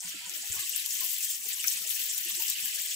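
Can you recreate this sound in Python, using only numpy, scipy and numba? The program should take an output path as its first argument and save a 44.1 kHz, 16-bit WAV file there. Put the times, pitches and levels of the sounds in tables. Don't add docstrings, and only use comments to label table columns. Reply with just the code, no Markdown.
import sys
import numpy as np
from scipy import signal
from scipy.fft import rfft, irfft
from scipy.io import wavfile
from scipy.ndimage import uniform_filter1d
from numba import njit

SR = 44100
rng = np.random.default_rng(int(sys.argv[2]) if len(sys.argv) > 2 else 0)


def transcribe(u):
    v = np.clip(np.atleast_2d(u).T, -1, 1)
    q = np.round(v * 32767).astype(np.int16)
    wavfile.write(sys.argv[1], SR, q)


N = 130095
TIME_S = np.arange(N) / SR


def undb(db):
    return 10 ** (np.asarray(db) / 20)


def unit(x):
    return x / np.sqrt(np.mean(x ** 2))


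def curve(rows):
    return undb(np.interp(TIME_S, *np.array(rows).T))


def walk(rate_hz):
    step = max(int(SR / rate_hz), 2)
    held = np.repeat(rng.standard_normal(N // step + 1), step)
    smooth = uniform_filter1d(uniform_filter1d(held, step), step)
    return 1.35 * smooth[:N]


def colour(x, rows):
    hz, left, right = np.array(rows).T
    log_hz = np.log(np.fft.rfftfreq(2 * N, 1 / SR) + 1)
    gains = undb([np.interp(log_hz, np.log(hz), side) for side in (left, right)])
    return irfft(rfft(x, 2 * N) * gains)[:, :N]


@njit
def bubbles(times, sizes, pitches, rings):
    out = np.zeros(N)
    for k in range(len(times)):
        first = max(int(times[k] * SR) + 1, 0)
        last = min(int((times[k] + 9 * rings[k]) * SR), N)
        for i in range(first, last):
            age = i / SR - times[k]
            envelope = age / rings[k] * np.exp(1 - age / rings[k])
            out[i] += sizes[k] * envelope * np.sin(2 * np.pi * pitches[k] * age)
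    return out


def pops(rows, ring_s):
    times, db, hz = np.array(rows, float).T.copy()
    return bubbles(times, undb(db), hz, np.full(len(hz), ring_s))


NEAR_DECAY_S, ROOM_T60_S, ROOM_LATE_DB = 0.012, 0.3, -16.5


def kitchen(x, room_db):
    t = np.arange(SR // 3) / SR
    near = np.exp(-t / NEAR_DECAY_S)
    late = undb(ROOM_LATE_DB - 60 * t / ROOM_T60_S)
    shape = (near + late) * (1 - np.exp(-t * 1000))
    response = rng.standard_normal((2, len(t))) * shape / np.sqrt(np.sum(shape ** 2))
    return x + undb(room_db) * signal.fftconvolve(x[None], response, axes=1)[:, :N]


BIGGEST = 5.32


def swarm(per_s, spread_db, ring_s, low_hz, high_hz, room_db, width_s=0, count=5):
    out = 0
    draws = rng.random((int(per_s * N / SR / count), count, 4)).transpose(1, 2, 0)
    for (when, size, pitch, ring), place in zip(draws, np.linspace(-1, 1, count)):
        sizes = undb(spread_db * np.minimum(-np.log(1 - size), BIGGEST))
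        pitches = low_hz + (high_hz - low_hz) * pitch
        rings = ring_s * 2 ** (ring - .5)
        left, right = kitchen(bubbles(when * N / SR, sizes, pitches, rings), room_db)
        out = out + np.array([left, np.roll(right, round(place * width_s * SR))])
    return out


# (time [s], level [dB])
FIZZ_STRENGTH = [(0, -51.5), (.09, -50.5), (.16, -51.5), (.29, -54), (.34, -41), (.42, -47.5), (.52, -44),
                 (.68, -44.5), (.745, -45), (.79, -42), (1.1, -39.5), (1.17, -40.5), (1.22, -41),
                 (1.44, -44.5), (1.52, -39), (1.63, -43.5), (1.69, -40), (1.78, -39.5), (2.8, -40.5),
                 (2.95, -42.5)]
# (pitch [Hz], left [dB], right [dB])
FIZZ_TONE = [(1010, -18, -36), (3540, -6.5, -31), (4800, -8.5, -23), (5900, -1, -15.5), (7600, -14.5, -1),
             (8900, -14.5, -12.5), (10740, -0.5, -10.5), (13200, -0.5, -10), (15200, 3, -19)]
FIZZ_PER_S, FIZZ_SPREAD_DB, FIZZ_RING_S = 6000, 3.9, 0.00016
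FIZZ_DB, FIZZ_ROOM_DB, FIZZ_WIDTH_S = 7, -2, .00005
SPLATTER_DB, SPLATTER_RISE_S, SPLATTER_FALL_S = -14, 0.0009, 0.01
RIGHT_FOLLOWS = 0.58


def fizz():
    power = (curve(FIZZ_STRENGTH) * undb(FIZZ_DB + 1.93 * walk(70))) ** 2
    for start, db, _ in SPIT_EVENTS:
        rise, fall = (TIME_S - start) / SPLATTER_RISE_S, (start - TIME_S) / SPLATTER_FALL_S
        splatter = undb(db + SPLATTER_DB) * np.exp(np.minimum(rise, fall))
        power = power + splatter ** 2
    middle = np.median(power)
    right_power = middle * (power / middle) ** RIGHT_FOLLOWS
    grains = swarm(FIZZ_PER_S, FIZZ_SPREAD_DB, FIZZ_RING_S, 2810, 16450, FIZZ_ROOM_DB, FIZZ_WIDTH_S)
    return unit(colour(grains, FIZZ_TONE)) * np.sqrt([power, right_power])


# (time [s], level [dB])
SIMMER_STRENGTH = [(0, -52), (.08, -45.5), (.45, -48), (.6, -43.5), (.67, -47.5), (.77, -44), (.92, -49),
                   (1.0, -44), (1.23, -45), (1.44, -50.5), (1.51, -43), (1.56, -47), (1.69, -45),
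                   (1.8, -45.5), (2.25, -45.5), (2.31, -44), (2.77, -42.5), (2.95, -46)]
# (pitch [Hz], left [dB], right [dB])
SIMMER_TONE = [(800, -67, -63), (1240, -34, -27), (1542, -8, -10.5), (1720, -3.5, -14), (2460, -0.5, -0.5),
               (3240, -1, 2.5), (3720, -6.5, -3.5), (4790, -3.5, -2), (7060, -21, -35), (12000, -35, -35)]
SIMMER_PER_S, SIMMER_SPREAD_DB, SIMMER_RING_S = 4500, 3.1, 0.00053
SIMMER_DB, SIMMER_ROOM_DB, SIMMER_WIDTH_S = 3.5, 4.5, .0003


def simmer():
    grains = swarm(SIMMER_PER_S, SIMMER_SPREAD_DB, SIMMER_RING_S, 1284, 6060, SIMMER_ROOM_DB, SIMMER_WIDTH_S)
    strength = curve(SIMMER_STRENGTH) * undb(SIMMER_DB + 1.48 * walk(45.32))
    return unit(colour(grains, SIMMER_TONE)) * strength


# (time [s], level [dB])
SPUTTER_STRENGTH = [(0, -40.5), (.1, -47), (.2, -44.5), (.55, -38.5), (.7, -38.5), (1.0, -40), (1.35, -38),
                    (1.41, -44), (1.5, -42), (1.63, -45), (1.72, -40.5), (2.12, -42), (2.21, -44),
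                    (2.4, -40.5), (2.82, -40.5), (2.9, -39.5), (2.95, -37.5)]
# (time [s], length [s], level [dB])
FOAM_FLURRIES = [(0.081, 0.04, -35), (0.515, 0.014, -25.5), (0.59, 0.022, -31.5), (0.75, 0.02, -35),
                 (0.852, 0.011, -32), (0.903, 0.029, -28), (1.083, 0.047, -33.5), (1.206, 0.037, -31),
                 (1.285, 0.042, -31), (1.522, .025, -31), (1.596, 0.014, -28.5), (1.677, 0.021, -29),
                 (1.711, 0.025, -27.5), (1.765, 0.013, -30.5), (1.864, 0.025, -30.5), (1.905, 0.015, -27.5),
                 (1.95, 0.029, -32), (2.085, 0.03, -27), (2.152, 0.033, -31.5), (2.362, 0.049, -32),
                 (2.48, 0.064, -30.5), (2.63, 0.031, -36.5), (2.788, 0.039, -31.5)]
# (pitch [Hz], left [dB], right [dB])
SPUTTER_TONE = [(2890, -32, -16), (5560, -9, -16.5), (6660, -7.5, -8.5), (6900, -6, -6), (8000, -4, -4.5),
                (8700, -10.5, -7), (9090, -11.5, -10.5), (13900, -22.5, -42)]
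SPUTTER_PER_S, SPUTTER_SPREAD_DB, SPUTTER_RING_S, SPUTTER_ROOM_DB = 4000, 2.72, 0.00035, -4
FLURRY_ATTACK_S, FLURRY_RELEASE_S, FLURRY_DB = 0.011, 0.0035, -6


def sputter():
    power = (curve(SPUTTER_STRENGTH) * undb(2.74 * walk(44.81))) ** 2
    for start, length, db in FOAM_FLURRIES:
        rise = np.clip((TIME_S - start) / FLURRY_ATTACK_S + .5, 0, 1)
        fall = np.exp(-np.maximum(TIME_S - start - length, 0) / FLURRY_RELEASE_S)
        power = power + (undb(db + FLURRY_DB) * rise * fall) ** 2
    grains = swarm(SPUTTER_PER_S, SPUTTER_SPREAD_DB, SPUTTER_RING_S, 4510, 11170, SPUTTER_ROOM_DB)
    return unit(colour(grains, SPUTTER_TONE)) * np.sqrt(power)


# (time [s], level [dB])
LOW_BED_STRENGTH = [(0, 0), (.4, 0.5), (.62, 0), (.86, -11.5), (1.03, -2.5), (1.11, -16.5), (1.46, 1),
                    (1.56, -8.5), (1.83, -0.5), (1.93, -6.5), (2.3, -2), (2.52, -4.5)]
# (pitch [Hz], left [dB], right [dB])
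LOW_BED_TONE = [(40, -24.5, -12), (172, -2, 3), (700, -5.5, -3), (1470, 3, -3), (3970, -48, -43)]
# (time [s], level [dB], pitch [Hz])
LOW_TONES = [(.36, -58, 623), (1.013, -47, 1045), (1.033, -60, 702), (1.04, -58, 158), (2.163, -57.5, 675),
             (2.255, -55, 334), (2.37, -56.5, 353), (2.397, -50, 916)]
LOW_BED_PER_S, LOW_BED_SPREAD_DB, LOW_BED_RING_S = 120, 2.2, 0.0062
LOW_BED_DB, LOW_BED_ROOM_DB, LOW_BED_HISS_DB = -61, 1, -9
LOW_TONE_RING_S = 0.008


def low_bed():
    grains = swarm(LOW_BED_PER_S, LOW_BED_SPREAD_DB, LOW_BED_RING_S, 30.0, 1503.6, LOW_BED_ROOM_DB)
    hiss = unit(colour(rng.standard_normal((2, N)), LOW_BED_TONE))
    bed = unit(colour(grains, LOW_BED_TONE)) + undb(LOW_BED_HISS_DB) * hiss
    strength = curve(LOW_BED_STRENGTH) * undb(LOW_BED_DB + 2 * walk(29.85))
    clear_tones = kitchen(pops(LOW_TONES, LOW_TONE_RING_S), room_db=0)
    return bed * strength + clear_tones


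# (time [s], level [dB], pitch [Hz])
SPIT_EVENTS = [(0.296, -21.5, 7150), (0.5225, -20.5, 7060), (0.607, -21, 14200), (0.6948, -13.5, 12800),
               (.7620, -11.5, 10300), (.7789, -17.5, 13900), (0.8613, -14, 11300), (0.987, -23, 13900),
               (1.0056, -15, 15000), (1.0432, -16, 12800), (1.0527, -21, 12400), (1.1158, -19, 14200),
               (1.1838, -17, 14200), (1.2067, -20.5, 10400), (1.2285, -16, 13300), (1.4882, -16, 12300),
               (1.642, -16, 13300), (1.6739, -9, 14500), (1.6820, -13, 6700), (1.6888, -24, 11800),
               (1.7010, -17, 13900), (1.8755, -22, 7300), (2.1801, -15, 14600), (2.4224, -15, 12300),
               (2.4825, -19.5, 5900), (2.4985, -13, 14200), (2.5012, -12, 14600), (2.6576, -16, 14400)]
SPIT_RING_S, SPIT_RIGHT_DB, SPIT_DB, SPIT_ROOM_DB = 0.00013, -18, 4, -15
SNAP_DB, SNAP_HZ, SNAP_RING_S = -8, 8000, .00003


def spits():
    snaps = pops([(start, db + SNAP_DB, SNAP_HZ) for start, db, _ in SPIT_EVENTS], SNAP_RING_S)
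    rings = pops(SPIT_EVENTS, SPIT_RING_S)
    low_cut = signal.butter(4, 3500, "high", fs=SR, output="sos")
    cracks = signal.sosfilt(low_cut, snaps + rings)
    return kitchen(cracks, SPIT_ROOM_DB) * undb(SPIT_DB) * undb([[0], [SPIT_RIGHT_DB]])


# (time [s], level [dB], pitch [Hz])
SOFT_BUMPS = [(.501, -40.5, 105), (.564, -46, 135)]
BUMP_RING_S, BUMP_RIGHT_DB = 0.0029, -40


def bumps():
    return kitchen(pops(SOFT_BUMPS, BUMP_RING_S), room_db=1) * undb([[0], [BUMP_RIGHT_DB]])


# (time [s], level [dB], pitch [Hz])
LARGE_PLOPS = [(.735, -19, 2880), (1.206, -23.5, 2600), (1.597, -18.5, 2950), (1.641, -15, 2350),
               (1.644, -21.5, 1580), (2.303, -22, 3620), (2.42, -19.5, 2680), (2.521, -20.5, 4100),
               (2.555, -19.5, 2930), (2.912, -21.5, 3330)]
PLOP_RING_S, PLOP_DB, PLOP_ROOM_DB, PLOP_LOW_HZ = 0.00071, -12, 3.5, 1350


def plops():
    low_cut = signal.butter(6, PLOP_LOW_HZ, "high", fs=SR, output="sos")
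    thin = signal.sosfilt(low_cut, pops(LARGE_PLOPS, PLOP_RING_S))
    return kitchen(thin, PLOP_ROOM_DB) * undb(PLOP_DB)


def scene():
    return fizz() + simmer() + sputter() + low_bed() + spits() + bumps() + plops()


TOP_HZ = 15550


def record(dry):
    top_cut = signal.ellip(8, .1, 50, TOP_HZ, fs=SR, output="sos")
    return signal.sosfiltfilt(top_cut, dry)


dry = scene()
out = record(dry)
transcribe(out)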